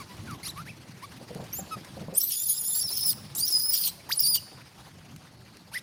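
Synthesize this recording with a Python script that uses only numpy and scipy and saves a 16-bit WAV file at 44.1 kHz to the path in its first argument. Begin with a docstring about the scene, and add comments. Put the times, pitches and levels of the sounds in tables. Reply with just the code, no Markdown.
"""Outdoors, a young monkey in low leaves calls close to a mono microphone: soft peeps and louder yelps,
three screams, then a last yelp and peep. Peeps are gliding sines with overtones and breath noise;
screams are trembling partials that break into rasp and jump in pitch. Dull bumps are short damped
tones, twig ticks are puffs of noise. Plants scatter each sound into a short tail of sparse echoes.
Shaped noise makes a low rumble, a faint hiss of foliage and a faint distant whine."""
import sys
import numpy as np
from scipy import signal
from scipy.io import wavfile
from scipy.ndimage import uniform_filter1d

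SR = 44100
rng = np.random.default_rng(int(sys.argv[2]) if len(sys.argv) > 2 else 0)


def attenuation_scalar(level_db):
    """Turn a level in dB into a linear amplitude multiplier (20 dB per decade)."""
    decades = np.asarray(level_db, float) / 20
    return 10 ** decades


def bounce(signal):
    """Save signal as a 16-bit WAV file at the path given by the first command-line argument."""
    frames = np.transpose(np.atleast_2d(signal))
    limited = np.clip(frames, -1, 1)
    pcm = np.round(limited * 32767).astype(np.int16)
    wavfile.write(sys.argv[1], SR, pcm)


N = 256662

# colour of the wide-open mouth and throat: f/Hz, relative level/dB
OPEN_MOUTH = [(1400, -47), (2200, -28), (2900, -21), (4900, 3.5), (7600, -10.5), (9600, -1), (12500, -3.5),
              (15300, 3.5), (16200, -91.5)]
# colour of the half-shut mouth: f/Hz, relative level/dB
HALF_SHUT_MOUTH = [(1400, -6.5), (2200, 3.5), (3500, -5.5), (5000, 3.5), (7500, -11.5), (9500, 2),
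                   (12000, -0.5), (15500, -18.5)]


def evened(x):
    """Normalisation: scales a signal to rms 1."""
    return x / np.sqrt(np.mean(abs(x) ** 2) + 1e-20)


def read(points, hz):
    """Spectral envelope: interpolates a table of levels on a log-frequency axis."""
    f, value = np.transpose(points)
    return np.interp(np.log(hz + 1), np.log(f + 1), value)


def add(mix, s, sound):
    """Superposition: mixes a sound in at time s."""
    part = mix[max(round(s * SR), 0):][:len(sound)]
    part += sound[:len(part)]


def coloured(points, patchy_db, size):
    """Filtered noise: a shaped spectrum with random loud and soft patches in time and frequency."""
    frames, hz = N * 4 // size + 5, np.fft.rfftfreq(size, 1 / SR)
    a, b, patches = rng.standard_normal((frames, len(hz), 3)).T
    patches = uniform_filter1d(patches, size=8, axis=0)
    patches = evened(uniform_filter1d(patches, size=8, axis=1))
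    level_db = read(points, hz)[:, None] + patchy_db * patches
    z = (a + 1j * b) * attenuation_scalar(level_db)
    noise = signal.istft(z, nperseg=size, noverlap=size * 3 // 4)[1]
    return evened(noise[:N])


def wobble(count, hz):
    """Band-limited fluctuation: complex noise of rms 1, low-passed at hz."""
    z = rng.standard_normal(count) + 1j * rng.standard_normal(count)
    return evened(signal.lfilter(*signal.butter(2, hz, fs=SR), z))


def columns(rows):
    """Piecewise-linear contours: sample times and every column of a table read at them."""
    s, *values = np.transpose(rows)
    t = np.arange(round(s[0] * SR), round(s[-1] * SR)) / SR
    return t, [np.interp(t, s, v) for v in values]


def monkey():
    """Vocalisation: all calls, with shared noise coloured by the open or half-shut mouth."""
    # screams, the first and last in two parts around a jump in pitch:
    # t/s, pitch f/Hz, whistle level/dB, brightness/dB per partial, rasp level/dB
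    screams = [
        [(2.138, 2230, -59, 11, -55.5), (2.158, 2735, -49.5, 15, -42.5), (2.182, 3160, -32.5, 17.5, -38),
         (2.196, 3400, -50, 11, -39), (2.212, 4020, -48.5, 16.5, -31), (2.235, 3942, -42, 21.5, -35),
         (2.262, 4080, -54.5, 15.5, -37), (2.288, 4100, -41, 16.5, -38), (2.31, 3735, -59, 10.5, -31.5),
         (2.345, 3450, -58.5, 13, -31.5), (2.376, 3445, -35.5, 6.5, -38), (2.452, 3700, -44.5, 12, -40),
         (2.488, 3340, -36.5, 12.5, -34), (2.514, 3290, -36.5, 12.5, -33.5), (2.558, 3750, -47, 10, -40.5),
         (2.63, 3357, -42.5, 13, -38.5), (2.708, 3690, -40.5, 11, -38.5), (2.734, 3460, -34, 9, -44),
         (2.75, 3780, -43, 10.5, -35), (2.806, 3620, -36.5, 10.5, -48.5)],
        [(2.75, 4270, -60, -12.5, -39), (2.797, 4790, -58, -17, -41), (2.815, 5530, -23.5, 14, -33.5),
         (2.86, 5380, -45.5, -10, -44.5), (2.893, 4880, -40, -2.5, -35), (2.92, 5350, -38.5, -4.5, -36.5),
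         (2.963, 5340, -41, 2, -34.5), (3.0, 5140, -44.5, -5, -34.5), (3.061, 5255, -31.5, -5.5, -33),
         (3.11, 4960, -28.5, 9, -28), (3.122, 4025, -37, 11, -38.5), (3.135, 4410, -73, -9, -35)],
        [(3.349, 2595, -44.5, 7, -36), (3.365, 3710, -39.5, 1.5, -41), (3.389, 3870, -41.5, 10.5, -33),
         (3.407, 4580, -34.5, -4, -33.5), (3.44, 4840, -35, -10.5, -41), (3.47, 5310, -34, 8, -33),
         (3.515, 5305, -31, 8, -32), (3.535, 5050, -32.5, -9, -37), (3.615, 4936, -35, 0, -36.5),
         (3.673, 5170, -35.5, -1, -47), (3.7, 5183, -30, 3.5, -44.5), (3.737, 4950, -40, 10.5, -24.5),
         (3.817, 5000, -35, 5.5, -33), (3.84, 4900, -51.5, 9.5, -28.5), (3.862, 4544, -34.5, 9.5, -27.5),
         (3.88, 4070, -44.5, 4, -23.5), (3.905, 4125, -51, -12, -47)],
        [(4.09, 873, -48, -6, -39.5), (4.103, 1198, -48, -4, -42), (4.114, 2003, -43, -10, -34),
         (4.123, 3690, -37.5, -14.5, -32), (4.134, 6470, -58, -20, -35.5), (4.165, 9200, -67.5, -19, -44),
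         (4.18, 10300, -46, -19.5, -49), (4.19, 10000, -58, -18, -50)],
        [(4.188, 4990, -45, -8, -50), (4.194, 4960, -36, -2.5, -28.5), (4.205, 4910, -29.5, 9.5, -35),
         (4.226, 5740, -36, 7, -31), (4.244, 4630, -30, -4, -36.5), (4.268, 4645, -34, -2, -27),
         (4.295, 5025, -27, 1.5, -45), (4.326, 4850, -32, -2.5, -53), (4.344, 4630, -26.5, 3, -28.5),
         (4.36, 4800, -38.5, -4.5, -21), (4.376, 2950, -37.5, -8, -41), (4.39, 2840, -49.5, -13.5, -47)],
    ]
    # soft peeps: start t/s, length/s, first f/Hz, turning f/Hz, last f/Hz,
    # fundamental level/dB, overtone level/dB, breath share 0-1
    peeps = [(-0.02, 0.052, 1360, 1084, 986, -43.5, -45.5, 0.36),
             (0.085, 0.059, 994, 977, 970, -50.5, -55, 0),
             (0.271, 0.094, 1615, 1089, 1030, -43.5, -51.5, 0.77),
             (0.557, 0.065, 1019, 1302, 1460, -39.5, -49, 0.7),
             (0.652, 0.068, 1256, 2760, 2180, -42.5, -53.5, 0.6),
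             (1.021, 0.038, 894, 1194, 1050, -40, -46.5, 0.06),
             (1.709, 0.048, 1314, 1270, 1206, -33.5, -42.5, 0),
             (5.764, 0.036, 2830, 3670, 4030, -48, -43, 0.88)]
    # louder yelps with a shape of their own:
    # t/s, pitch f/Hz, fundamental level/dB, overtone level/dB, breath share 0-1
    yelps = [
        [(0.43, 2020, -42, -41, 0.4), (0.445, 2296, -49, -44, 0.6), (0.456, 2694, -55, -35.5, 0.9),
         (0.475, 3010, -51, -37, 0.8), (0.498, 4160, -35.5, -42.5, 0.3), (0.514, 3300, -56, -47, 0.2)],
        [(1.527, 5400, -34, -49.5, 0.1), (1.535, 6140, -41.5, -31.5, 0.05), (1.561, 6950, -42, -39.5, 0.1),
         (1.595, 7460, -35, -38, 0.2), (1.615, 6150, -47.5, -65, 0.1)],
        [(5.715, 779, -47, -58, 0.8), (5.729, 1167, -60, -49, 0.6), (5.745, 1644, -39, -36.5, 0.4),
         (5.761, 2020, -31.5, -45, 0.8), (5.779, 2030, -31, -54, 0.7)],
    ]
    out = np.zeros(N)
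    rasp = coloured(OPEN_MOUTH, 7.0, size=512)
    sigh = coloured(HALF_SHUT_MOUTH, 6.34, size=256)
    for rows in screams:
        add(out, *scream(rows, rasp))
    for shape in [arch(*row) for row in peeps] + [columns(rows) for rows in yelps]:
        add(out, *peep(shape, sigh))
    return out


def scream(rows, rasp):
    """Irregular phonation: partials tremble and break up, with half-lines, as puffs of rasp take over."""
    # colour of the whistled partials: f/Hz, relative level/dB
    tract = [(900, -3.5), (2000, -1.9), (3500, -7.5), (5000, 0), (6500, -4.5), (7800, 5.5), (10000, -1),
             (12500, -0.5), (15750, 1.5), (16000, -81)]
    # strength of the four partials at the vocal folds: relative level/dB
    folds_db = [3.2, 0.74, -1.7, -19]
    t, (hz, whistle_db, bright_db, rasp_db) = columns(rows)
    count = len(t)
    hz = uniform_filter1d(hz, size=200)
    partials_db = [whistle_db + db + (k - 2) * bright_db + read(tract, k * hz)
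                   for k, db in enumerate(folds_db, 1)]
    rough = 1 / (1 + attenuation_scalar(np.max(partials_db, 0) - rasp_db + 0.5))  # 0 clean whistle, 1 all rasp
    shaken_hz = hz + 140 * rough * wobble(count, 110).real
    angle = 2 * np.pi * np.cumsum(shaken_hz) / SR
    puffs_db = rasp_db + 3.5 * wobble(count, 90).real
    out = attenuation_scalar(puffs_db) * rasp[round(t[0] * SR):][:count]
    # the harshest moments also excite a lower resonance of the throat
    resonance = (wobble(count, 403) * np.exp(2j * np.pi * 3200 * t)).real
    out += attenuation_scalar(rasp_db - 7) * rough ** 2 * resonance
    for k, db in enumerate(partials_db, 1):
        skirt = attenuation_scalar(rasp_db - 11 + read(OPEN_MOUTH, k * hz)) * wobble(count, 293)
        frail = np.maximum(rough, 1 / (1 + attenuation_scalar(db - rasp_db - 4)))  # weak partials break up first
        tremble_db = np.minimum(22 * frail * wobble(count, 40).real, 4)
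        line = attenuation_scalar(db + tremble_db)
        out += np.sqrt(2) * ((line + skirt) * np.exp(1j * k * angle)).real
        # strong-weak cycle pairs put a blurred line midway between partials
        fits_db = 3.5 * wobble(count, 25).real
        half_db = rasp_db - 12 + 0.9 * read(OPEN_MOUTH, (k - .5) * hz) + fits_db
        half = attenuation_scalar(half_db) * wobble(count, 266)
        out += (half * np.exp(1j * (k - .5) * angle)).real
    return t[0], out * signal.windows.tukey(count, 200 / count)


def peep(shape, sigh):
    """Source and filter: a near-pure fundamental; the half-shut mouth colours overtones and breath."""
    t, (hz, first_db, over_db, breath) = shape
    count = len(t)
    k = np.arange(3, 33)[:, None] / 2  # partial numbers, half-lines included
    breath = np.clip(breath, 0, 1)
    hz = uniform_filter1d(hz, size=300)  # the folds cannot turn a corner in pitch
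    jitter = 0.09 * breath ** 2 * wobble(count, 223).real
    turns = np.cumsum(hz * (1 + jitter)) / SR
    # the folds give fewer overtones when high
    slope = attenuation_scalar(-.005 * (k - 2) * np.maximum(hz - 2000, 0)) / np.sqrt(k)
    weight = attenuation_scalar(read(HALF_SHUT_MOUTH, k * hz)) * slope * (k * hz < 16000)
    # half-lines when the voice is rough
    weight *= np.where(k % 1, (breath * abs(wobble(count, 60))) ** 2, 1)
    overtones = (weight * np.cos(2 * np.pi * k * turns)).sum(0)
    overtones = overtones / np.sqrt((weight ** 2).sum(0) / 2)
    breath_noise = sigh[round(t[0] * SR):][:count]
    upper = np.sqrt(1 - breath / 2) * overtones + np.sqrt(breath) * breath_noise
    fundamental = np.sqrt(2) * attenuation_scalar(first_db) * np.cos(2 * np.pi * turns)
    out = fundamental + attenuation_scalar(over_db) * upper
    return t[0], out * signal.windows.tukey(count, 200 / count)


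def arch(start, length, first_hz, turn_hz, last_hz, first_db, over_db, breath):
    """Frequency and amplitude modulation: a peep's pitch glides to a late turn; it swells and fades."""
    turn_at, swell_at = 0.69, 0.47  # share of a peep at which pitch turns, and at which swell_db peaks
    start_db, end_db, db_per_octave = -13.5, -11, 7  # swell at the ends; fundamental grows with pitch
    t = np.arange(round(max(start, 0) * SR), round((start + length) * SR)) / SR
    u = (t - start) / length
    rise_db = start_db * (1 - u / swell_at) ** 2
    fall_db = end_db * ((u - swell_at) / (1 - swell_at)) ** 2
    swell_db = np.where(u < swell_at, rise_db, fall_db)
    octaves = np.interp(u, [0, turn_at, 1], np.log2([first_hz / turn_hz, 1, last_hz / turn_hz]))
    fundamental_db = first_db + swell_db + db_per_octave * octaves
    return t, (turn_hz * 2 ** octaves, fundamental_db, over_db + swell_db, breath)


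def litter():
    """Damped vibration: bumps ring for a few low cycles with a soft start; ticks are puffs of noise."""
    # dull bumps in the litter: t/s, level/dB, f/Hz
    bumps = [(1.209, -39.5, 226), (1.303, -34.5, 487), (1.354, -31.5, 170.5), (1.393, -33.5, 177),
             (1.422, -35.5, 150), (1.586, -35, 773), (1.763, -39.5, 201), (1.967, -37, 532),
             (2.011, -33.5, 182), (2.081, -31.5, 170), (2.123, -35.5, 538)]
    # twig ticks and short leaf scrapes: t/s, level/dB, decay constant/s
    ticks = [(.168, -46, 0.012), (.31, -35, .003), (1.348, -34, 0.002), (1.44, -45, 0.015),
             (1.847, -41.5, 0.0083), (5.162, -38, 0.0031), (5.57, -41.5, 0.0021)]
    out, t = np.zeros(N), np.arange(3000) / SR
    for s, db, hz in bumps:
        ring = np.sin(2 * np.pi * hz * t) + .5 * np.sin(2 * np.pi * 190 * t)
        ring += 0.95 * (wobble(len(t), 185) * np.exp(2j * np.pi * 550 * t)).real
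        envelope = (1 - np.exp(-t / 0.003)) * np.exp(-t / 0.018)
        add(out, s, attenuation_scalar(db) * ring * envelope)
    for s, db, decay in ticks:
        add(out, s, attenuation_scalar(db) * wobble(len(t), 9700).real * np.exp(-t / decay))
    return out


def plants(x):
    """Multiple scattering: sparse echoes of random sign, each band dying at its own speed."""
    # plants around: f/Hz, 60 dB decay time/s
    scatter = [(1500, 0.2), (5000, 0.75), (10000, 0.55), (13000, 0.35)]
    taps = np.zeros(SR)
    at = np.arange(400, SR - 20, 20)
    taps[at + rng.integers(0, 20, len(at))] = rng.choice([-1., 1.], len(at))
    hz, t, z = signal.stft(taps, SR, nperseg=256)
    t60 = np.maximum(read(scatter, hz), .05)[:, None]
    tail = signal.istft(z * attenuation_scalar(-60 * t / t60), SR, nperseg=256)[1]
    x = x * wobble(N, 204.7).real  # leaves stir, so echoes of a pure tone blur
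    return signal.fftconvolve(x, tail / np.linalg.norm(tail))[:N]


def ground():
    """Modulated noise: a lumpy low rumble under the hiss of leaves."""
    # slow course of the background: t/s, rumble level/dB, foliage level/dB
    course = [(0, -47.5, -50.5), (.34, -44.5, -51), (.71, -49, -54), (1.98, -47.5, -49.5), (2.35, -57, -60),
              (2.7, -54, -55), (3.35, -48, -51.5), (3.7, -53.5, -53.5), (4.3, -52, -53), (4.9, -52, -54.5),
              (5.3, -52.5, -56.5), (5.82, -54.5, -57.5)]
    # spectral density of the rumble: f/Hz, relative level/dB
    rumble_colour = [(20, -44), (78, -3), (135, 3.5), (200, -2), (370, -12.5), (780, -73.5)]
    # spectral density of the foliage hiss: f/Hz, relative level/dB
    foliage_colour = [(180, -40), (300, -3), (850, -2.5), (1400, -6), (2200, -7.5), (3400, -9.5),
                      (4700, -8.5), (7000, -15), (9600, -16), (14200, -23.5), (16000, -32)]
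    s, rumble_db, foliage_db = np.transpose(course)
    t = np.arange(N) / SR
    rumble_db = np.interp(t, s, rumble_db) + 1.8 * wobble(N, 5).real
    rumble = attenuation_scalar(rumble_db) * coloured(rumble_colour, 2.6, size=2048)
    foliage_db = np.interp(t, s, foliage_db) + 2.4 * wobble(N, 23.1).real
    return rumble + attenuation_scalar(foliage_db) * coloured(foliage_colour, 2.44, size=512)


def whine():
    """Narrow-band noise: low-passed noise shifted up to a carrier swells in and out."""
    # a faint distant whine, perhaps an insect: start t/s, end t/s, f/Hz, half-width/Hz, level/dB
    band = (5.25, 5.72, 4400, 250, -63)
    start, end, hz, width_hz, db = band
    out, t = np.zeros(N), np.arange(round((end - start) * SR)) / SR
    tone = (wobble(len(t), width_hz) * np.exp(2j * np.pi * hz * t)).real
    add(out, start, attenuation_scalar(db) * tone * signal.windows.tukey(len(t), .5))
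    return out


def scene():
    """Superposition at one microphone, which feeds both channels."""
    near = monkey() + litter()
    echoes = attenuation_scalar(-16) * plants(near)
    return np.tile(near + echoes + ground() + whine(), (2, 1))


def top_cut(x):
    """Nothing passes above the cut-off."""
    return signal.sosfilt(signal.butter(12, 16990, fs=SR, output="sos"), x)


def record(dry):
    """Notch filtering: subtracting a band-passed share gives the dip of the microphone port."""
    notch_hz, width_hz, depth = 7670, 1350, 0.37  # depth: share subtracted at the centre
    dip = signal.lfilter(*signal.iirpeak(notch_hz, notch_hz / width_hz, SR), dry)
    return top_cut(dry - depth * dip)


dry = scene()
out = record(dry)
bounce(out)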